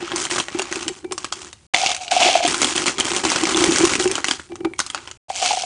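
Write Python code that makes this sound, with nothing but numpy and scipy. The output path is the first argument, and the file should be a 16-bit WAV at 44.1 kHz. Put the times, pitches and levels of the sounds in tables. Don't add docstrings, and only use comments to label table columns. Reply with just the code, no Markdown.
import sys
import numpy as np
from scipy import signal
from scipy.fft import rfft, irfft
from scipy.io import wavfile
from scipy.ndimage import uniform_filter1d

SR = 44100
rng = np.random.default_rng(int(sys.argv[2]) if len(sys.argv) > 2 else 0)


def store_wav(level_fs):
    pcm = np.round(np.clip(np.atleast_2d(level_fs), -1, 1) * 32767)
    wavfile.write(sys.argv[1], SR, pcm.T.astype(np.int16))


N = 249165
TIME = np.arange(N) / SR
SLOW_TIME = TIME[::32]
EDGE_HZ = 10050

# t/s, level/dB (before a common trim), pitch of the air inside f/Hz
WIDE_JAR_KNOCKS = [(0.022, -17.5, 345), (0.133, -16, 346), (0.546, -15.5, 349), (0.593, -17, 375),
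                   (0.711, -21, 337), (0.764, -18.5, 342), (0.862, -20, 325), (0.892, -21, 379),
                   (1.044, -19.5, 366), (1.11, -18, 367), (2.254, -14, 352), (2.444, -16, 311),
                   (2.644, -20.5, 254), (2.983, -21.5, 349), (3.256, -15, 315), (3.429, -10, 334),
                   (3.546, -11, 345), (3.574, -7, 342), (3.613, -6, 330), (3.685, -8.5, 328),
                   (3.801, -5.5, 332), (3.832, -7, 368), (3.996, -7.5, 360.6), (4.055, -6.5, 367),
                   (4.101, -16.5, 392), (4.518, -21.5, 350), (4.605, -23, 368), (4.649, -9, 330)]


def tick(contact_s=0.00017, ring_s=0.012, ring_db=-8, body_db=-3, body_s=0.0012, body_hz=1700, lowest_hz=900, count=4):
    t = TIME[:SR // 100]
    crack = unit(rng.standard_normal(len(t)) * t * np.exp(-t / contact_s))
    note_hz = body_hz * 2 ** rng.uniform(-0.91, 1)
    body = unit(np.sin(2 * np.pi * note_hz * t) * np.exp(-t / body_s))
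    hz = rng.uniform(lowest_hz, EDGE_HZ, (count, 1))
    life = ring_s * rng.uniform(.5, 2, (count, 1))
    rings = unit((np.sin(2 * np.pi * hz * t) * np.exp(-t / life)).sum(0))
    return unit(crack + amp(body_db) * body + amp(ring_db) * rings)


def stream(flow_db, per_s=1200, spread_db=1.5, crowding=.3, clump_db=2.5, count=400):
    rate = per_s * amp(crowding * (flow_db - flow_db.max()))
    shapes = [tick() for _ in range(count)]
    ticks = np.zeros(N)
    luck = rng.random(N)
    size = amp(spread_db * rng.exponential(1, N))
    shape = rng.integers(0, count, N)
    for n in np.flatnonzero(luck < rate / SR):
        add(ticks, TIME[n], size[n] * shapes[shape[n]])
    clumps = uniform_filter1d(rng.standard_normal(N), size=520)
    ticks *= amp(clump_db * rate / rate.max() * clumps / clumps.std())
    return amp(flow_db) * evened(ticks)


def flow(attack_s=0.0045, fall_db_per_s=314, settle_db=-14, settle_s=0.34, lead_in_db=-18.5, lead_in_rise_db_per_s=304.5):
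    # t/s, length/s, level/dB (before the stream's trim), treble/dB
    slides = [(0, 0.18, -31.5, -8.5), (0.169, 0.069, -27.5, 6.5), (0.297, .1, -24.5, 1.5),
              (0.514, 0.18, -34, -4.5), (0.707, 0.13, -32, 0), (0.914, 0.071, -44.5, 3),
              (1.191, 0.077, -40, -1.5), (1.313, 0.16, -40, 2.5), (1.735, 0.17, -24, 4),
              (2.007, 0.032, -36.5, 7), (2.107, 0.27, -22, 2), (2.2, 0.083, -17, -0.5),
              (2.424, 0.1, -22, 1.5), (2.53, 0.17, -27.5, 3), (2.599, 0.13, -26.5, 4),
              (2.749, 0.08, -24, 2), (2.855, 0.034, -20, 1), (2.986, 0.017, -19.5, -2.5),
              (3.041, 0.15, -23.5, 1), (3.233, 0.18, -22.5, -0.5), (3.465, 0.055, -20, -1.5),
              (3.557, 0.12, -20.5, 2), (3.703, 0.24, -21.5, 2), (3.99, 0.039, -24.5, 5),
              (4.094, 0.1, -29.5, -2), (4.261, 0.072, -30, 4.5), (4.782, 0.015, -37, 6.5),
              (4.84, 0.27, -44.5, -0.5), (4.953, 0.0099, -32.5, -9), (5.291, 0.052, -43, 11),
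              (5.345, 0.28, -32.5, 10.5), (5.415, .1, -25, 6)]
    t = SLOW_TIME
    s, length, db, treble_db = np.transpose(slides)[:, :, None]
    before = np.maximum(s - t, 0)
    after = np.maximum(t - s - length, 0)
    lead_in = amp(lead_in_db - lead_in_rise_db_per_s * before)
    attack = np.maximum(np.clip((t - s) / attack_s, 0, 1), lead_in)
    settling = amp(settle_db) * np.maximum(1 - after / settle_s, 0) ** 2
    release = np.maximum(amp(-fall_db_per_s * after), settling)
    power = (amp(db) * attack * release) ** 2 + 1e-12
    total = power.sum(0)
    mean_treble_db = (power * treble_db).sum(0) / total
    return np.interp(TIME, t, 10 * np.log10(total)), np.interp(TIME, t, mean_treble_db)


def clacks(rebound_db=-5, rebound_s=0.004, contact_s=0.00053, body_s=0.0018, count=6, size=4096):
    # t/s, level/dB (over a millisecond), brightness/dB per octave
    landings = [(0.118, -14.5, -5), (0.16, -12, 3), (0.2523, -14.5, 0), (.268, -20, -5),
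                (0.3116, -13, -0.5), (0.3603, -13.5, -4), (.384, -13.5, 1), (0.4004, -10, -2.5),
                (0.4841, -17.5, -3.5), (0.5883, -17.5, 1.5), (0.595, -10.5, -3), (.6189, -14.5, 1.5),
                (0.7257, -14, -1.5), (0.7574, -17.5, 1), (0.828, -20, 2), (0.8805, -12, 2),
                (1.1216, -14.5, 4), (1.1253, -23, -6), (1.1792, -15.5, 1.5), (1.245, -14, -1),
                (1.3246, -13, 1.5), (1.418, -27.5, 4), (1.5289, -27, 2), (1.7393, -9, -13.5),
                (1.745, -1.5, -4), (1.862, -8.5, -1), (1.916, -12, -0.5), (1.947, -16, 2.5),
                (1.965, -18, 2), (2.08, -22, -1), (2.115, -12, 4), (2.2323, -10.5, 2), (2.478, -10, 3),
                (2.544, -10.5, 0), (2.6172, -6.5, 1), (2.6302, -8.5, -0.5), (2.645, -7, 1),
                (2.762, -11.5, 5.5), (2.7784, -9.5, -0.5), (2.866, -11, 2), (2.881, -8.5, -1),
                (2.983, -15, -3), (3, -9.5, 4.5), (3.164, -11, 4), (3.238, -16, -5), (3.251, -8.5, -0.5),
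                (3.301, -10, 2.5), (3.318, -9, 0.5), (3.3599, -8, -0.5), (3.4357, -11.5, 0.5),
                (3.454, -11, 0.5), (3.57, -12.5, 5), (3.64, -6, -1), (3.721, -12, 0), (3.76, -8.5, 0.5),
                (3.7844, -8.5, 4.5), (3.852, -7, 2), (3.954, -9.5, -1.5), (3.998, -13.5, 2),
                (4.042, -17.5, 1.5), (4.0762, -15, 2), (4.114, -12, 3.5), (4.1544, -11.5, 0),
                (4.181, -13.5, -4.5), (4.244, -8, 0), (4.284, -10, 0), (4.311, -7.5, -1),
                (4.398, -25.5, -2), (4.556, -26.5, -1), (4.648, -16.5, -9), (4.792, -10, 1.5),
                (4.8018, -8.5, 0), (4.864, -20.5, 3.5), (4.901, -18.5, 0.5), (4.912, -32, 34),
                (4.947, -13, -1), (4.9773, -23.5, -4), (5.075, -24, -2.5), (5.113, -25, 0),
                (5.2998, -27.5, 1), (5.46, -9.5, 2)]
    out = np.zeros(N)
    hz = np.fft.rfftfreq(size, 1 / SR)
    octaves = np.log2(np.clip(hz, 900, EDGE_HZ) / EDGE_HZ)
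    audible = 1 / np.sqrt(1 + (hz / EDGE_HZ) ** 20)
    for s, db, brightness in landings:
        rebounds = np.zeros(size)
        for delay in rng.exponential(1, count):
            add(rebounds, delay * rebound_s, tick())
        hit = amp(rebound_db) * unit(rebounds)
        add(hit, 0, tick(contact_s=contact_s, body_s=body_s))
        tilt = amp(brightness * octaves)
        hit = unit(irfft(rfft(hit) * tilt * audible)[:size // 2])
        add(out, s, amp(db) * np.sqrt(SR / 1000) * hit)
    return out


def chips_by_jar(impacts, small):
    # f/Hz, relative level/dB per Hz
    wide_jar_chips = [(200, -11.5), (520, -2.5), (850, -2), (1350, -1.5), (1750, -4), (2800, -1), (4400, 0),
                      (7000, 1), (10000, -6.5)]
    small_jar_chips = [(200, -19), (900, -14), (1300, -11), (1950, -12.5), (2200, -2), (3500, -.5),
                       (4800, -2.5), (6500, -4), (10000, -14.5)]
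    return colour(impacts * (1 - small), wide_jar_chips) + colour(impacts * small, small_jar_chips)


def bowl(impacts):
    # t/s, level/dB (against the impacts)
    weight = [(1.2, -22), (1.8, -30), (2.25, -17), (2.6, -11), (4.1, -8.5), (5.3, -28)]
    # f/Hz, relative level/dB per Hz
    bowl_colour = [(30, -15.5), (90, -15), (270, 14), (520, 10), (1200, -41.5)]
    return colour(impacts * amp(curve(weight)), bowl_colour)


def wide_jar(flow_db, small):
    # f/Hz, t60/s (time to fall 60 dB), relative level/dB
    modes = [(354.6, 0.072, 8), (778, 0.04, -5), (2330, 0.15, -22)]
    knocking = knocks(WIDE_JAR_KNOCKS, modes, push_s=0.0056, level_db=-1.5)
    return knocking + (1 - small) * roll_strength(flow_db) * rolling(modes)


def roll_strength(flow_db, knock_db=-14.5, rise_s=0.021, fade_s=0.035, under_stream_db=-8):
    t = SLOW_TIME
    s, db, _ = np.transpose(WIDE_JAR_KNOCKS)[:, :, None]
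    swells = amp(db + knock_db) * np.exp(-np.maximum((s - t) / rise_s, (t - s) / fade_s))
    around_knocks = np.interp(TIME, t, np.linalg.norm(swells, axis=0))
    return np.hypot(around_knocks, amp(flow_db + under_stream_db))


def small_jar(flow_db, small, roll_db=-1.5, idle_db=-41, mouth_hz=500):
    # t/s, level/dB (before a common trim), pitch of the air inside f/Hz
    wall_knocks = [(1.742, -9.5, 737), (1.834, -6, 767), (2.118, -2.5, 722), (2.164, -2.5, 726),
                   (2.216, 0, 718), (2.265, -4, 743), (2.286, -1.5, 670), (2.353, 3.5, 690),
                   (2.404, -5, 680), (2.448, -1.5, 706), (5.301, -5.5, 766), (5.424, -4.5, 751),
                   (5.507, -4.5, 830), (5.533, -6.5, 746), (5.572, -7, 742), (5.635, -9, 727)]
    # f/Hz, t60/s (time to fall 60 dB), relative level/dB
    modes = [(730, .045, 0)]
    sound = knocks(wall_knocks, modes, push_s=0.0013, level_db=-5.0, scuff_db=-14)
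    strength = np.hypot(amp(flow_db + roll_db), amp(idle_db))
    sound += small * strength * rolling(modes, per_s=450, wander_octaves=0.024, spread_db=-1.5)
    return low_cut(sound, mouth_hz)


def knocks(rows, modes, push_s, level_db, scuff_db=-12, scuff_s=0.002):
    # f/Hz, relative level/dB per Hz
    scuff_colour = [(80, -25.5), (250, 2.5), (900, -2.5), (2000, -4), (6000, -21.5)]
    out, t = np.zeros(N), TIME[:SR // 10]
    for s, db, cavity_hz in rows:
        note = ring(modes, cavity_hz) * (1 - np.exp(-(t / push_s) ** 2))
        rub = rng.standard_normal(len(t)) * t * np.exp(-t / scuff_s)
        scuff = colour(rub, scuff_colour)[:len(t)]
        note = unit(note) + amp(scuff_db) * unit(scuff)
        add(out, s, amp(db + level_db) * note / abs(note).max())
    return out


def rolling(modes, per_s=200, wander_octaves=0.084, spread_db=4, count=8):
    hoot = np.zeros(N)
    for shift in np.linspace(-wander_octaves, wander_octaves, count):
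        sizes = rng.choice([-1, 1], N) * amp(spread_db * np.minimum(rng.exponential(1, N), 2))
        taps = sizes * (rng.random(N) < per_s / count / SR)
        hoot += signal.oaconvolve(taps, ring(modes, modes[0][0] * 2 ** shift))[:N]
    return hoot / hoot.std()


def ring(modes, cavity_hz):
    t = TIME[:SR // 10]
    hz, t60, db = np.transpose(modes)
    waves = np.sin(2 * np.pi * np.outer([cavity_hz, *hz[1:]], t))
    return unit(amp(db) @ (decay(t, t60[:, None]) * waves))


def rim_clinks(t60=0.017):
    # t/s, level/dB, f/Hz
    rim_hits = [(.079, -18.5, 1310), (0.382, -13.5, 1580), (3.007, -7, 3130), (3.546, -7.5, 3470),
                (3.936, -11.5, 2220), (4.396, -22, 1420), (4.736, -22, 2250)]
    out, t = np.zeros(N), TIME[:SR // 10]
    for s, db, hz in rim_hits:
        note = decay(t, t60) * np.sin(2 * np.pi * hz * t)
        add(note, 0, 2 * tick())
        add(out, s, amp(db) * note)
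    return out


def room(x, t60, wet_db=-13):
    t = TIME[:SR // 2]
    taps = rng.standard_normal(len(t)) * (rng.random(len(t)) < 1 / 10)
    return x + amp(wet_db) * signal.oaconvolve(x, unit(taps * decay(t, t60)))[:N]


def rumble(level_db=-52):
    # f/Hz, relative level/dB per Hz
    rumble_colour = [(25, -26), (75, -2), (160, -12.5), (350, -24), (1500, -31)]
    return amp(level_db) * colour(rng.standard_normal(N), rumble_colour)


def amp(db):
    return 10 ** (np.asarray(db) / 20)


def unit(x):
    return x / np.sqrt(np.sum(x ** 2) + 1e-20)


def evened(x):
    power = abs(uniform_filter1d(x ** 2, size=SR // 50))
    return x / np.sqrt(power + 1e-3 * np.mean(x ** 2))


def add(mix, s, sound):
    part = mix[max(round(s * SR), 0):][:len(sound)]
    part += sound[:len(part)]


def curve(rows):
    return np.interp(TIME, *np.transpose(rows))


def during(spans):
    return uniform_filter1d(sum(1. 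* ((TIME > a) & (TIME < b)) for a, b in spans), size=64)


def decay(t, t60):
    return np.exp(-np.log(1000) * t / t60)


def colour(x, points, size=2048):
    hz, db = np.transpose(points)
    log_hz = np.log(abs(np.fft.fftfreq(size, 1 / SR)) + 1)
    log_gain = np.log(amp(np.interp(log_hz, np.log(hz), db)))
    taps = np.fft.ifft(np.exp(np.conj(signal.hilbert(log_gain)))).real[:size // 2]
    return signal.oaconvolve(x, unit(taps))[:N]


def low_cut(x, hz):
    return signal.sosfilt(signal.butter(2, hz, "high", fs=SR, output="sos"), x)


def brighten(x, treble_db, corner_hz=4800):
    treble = np.convolve(x, signal.firwin(17, corner_hz, pass_zero=False, fs=SR), "same")
    return x + (amp(treble_db) - 1) * treble


def scene(stream_db=-1):
    # from t/s, to t/s
    small_jar_pours = [(1.7, 2.47), (5.2, 5.7)]
    small = during(small_jar_pours)
    flow_db, treble_db = flow()
    impacts = amp(stream_db) * brighten(stream(flow_db), treble_db) + clacks()
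    landing = chips_by_jar(impacts, small) + bowl(impacts) + rim_clinks()
    jars = wide_jar(flow_db, small) + small_jar(flow_db, small)
    return (room(landing, t60=0.24) + jars + rumble())[None]


def record(dry, low_cut_hz=45):
    # from t/s, to t/s
    silences = [(1.667, 1.737), (5.174, 5.284)]
    gated = low_cut(dry, low_cut_hz) * (1 - during(silences))
    clipped = np.clip(gated, -.9, .9)
    edge = signal.firwin(301, EDGE_HZ, window=("kaiser", 8), fs=SR)
    return signal.oaconvolve(clipped, edge[None], "same")


dry = scene()
out = record(dry)
store_wav(out)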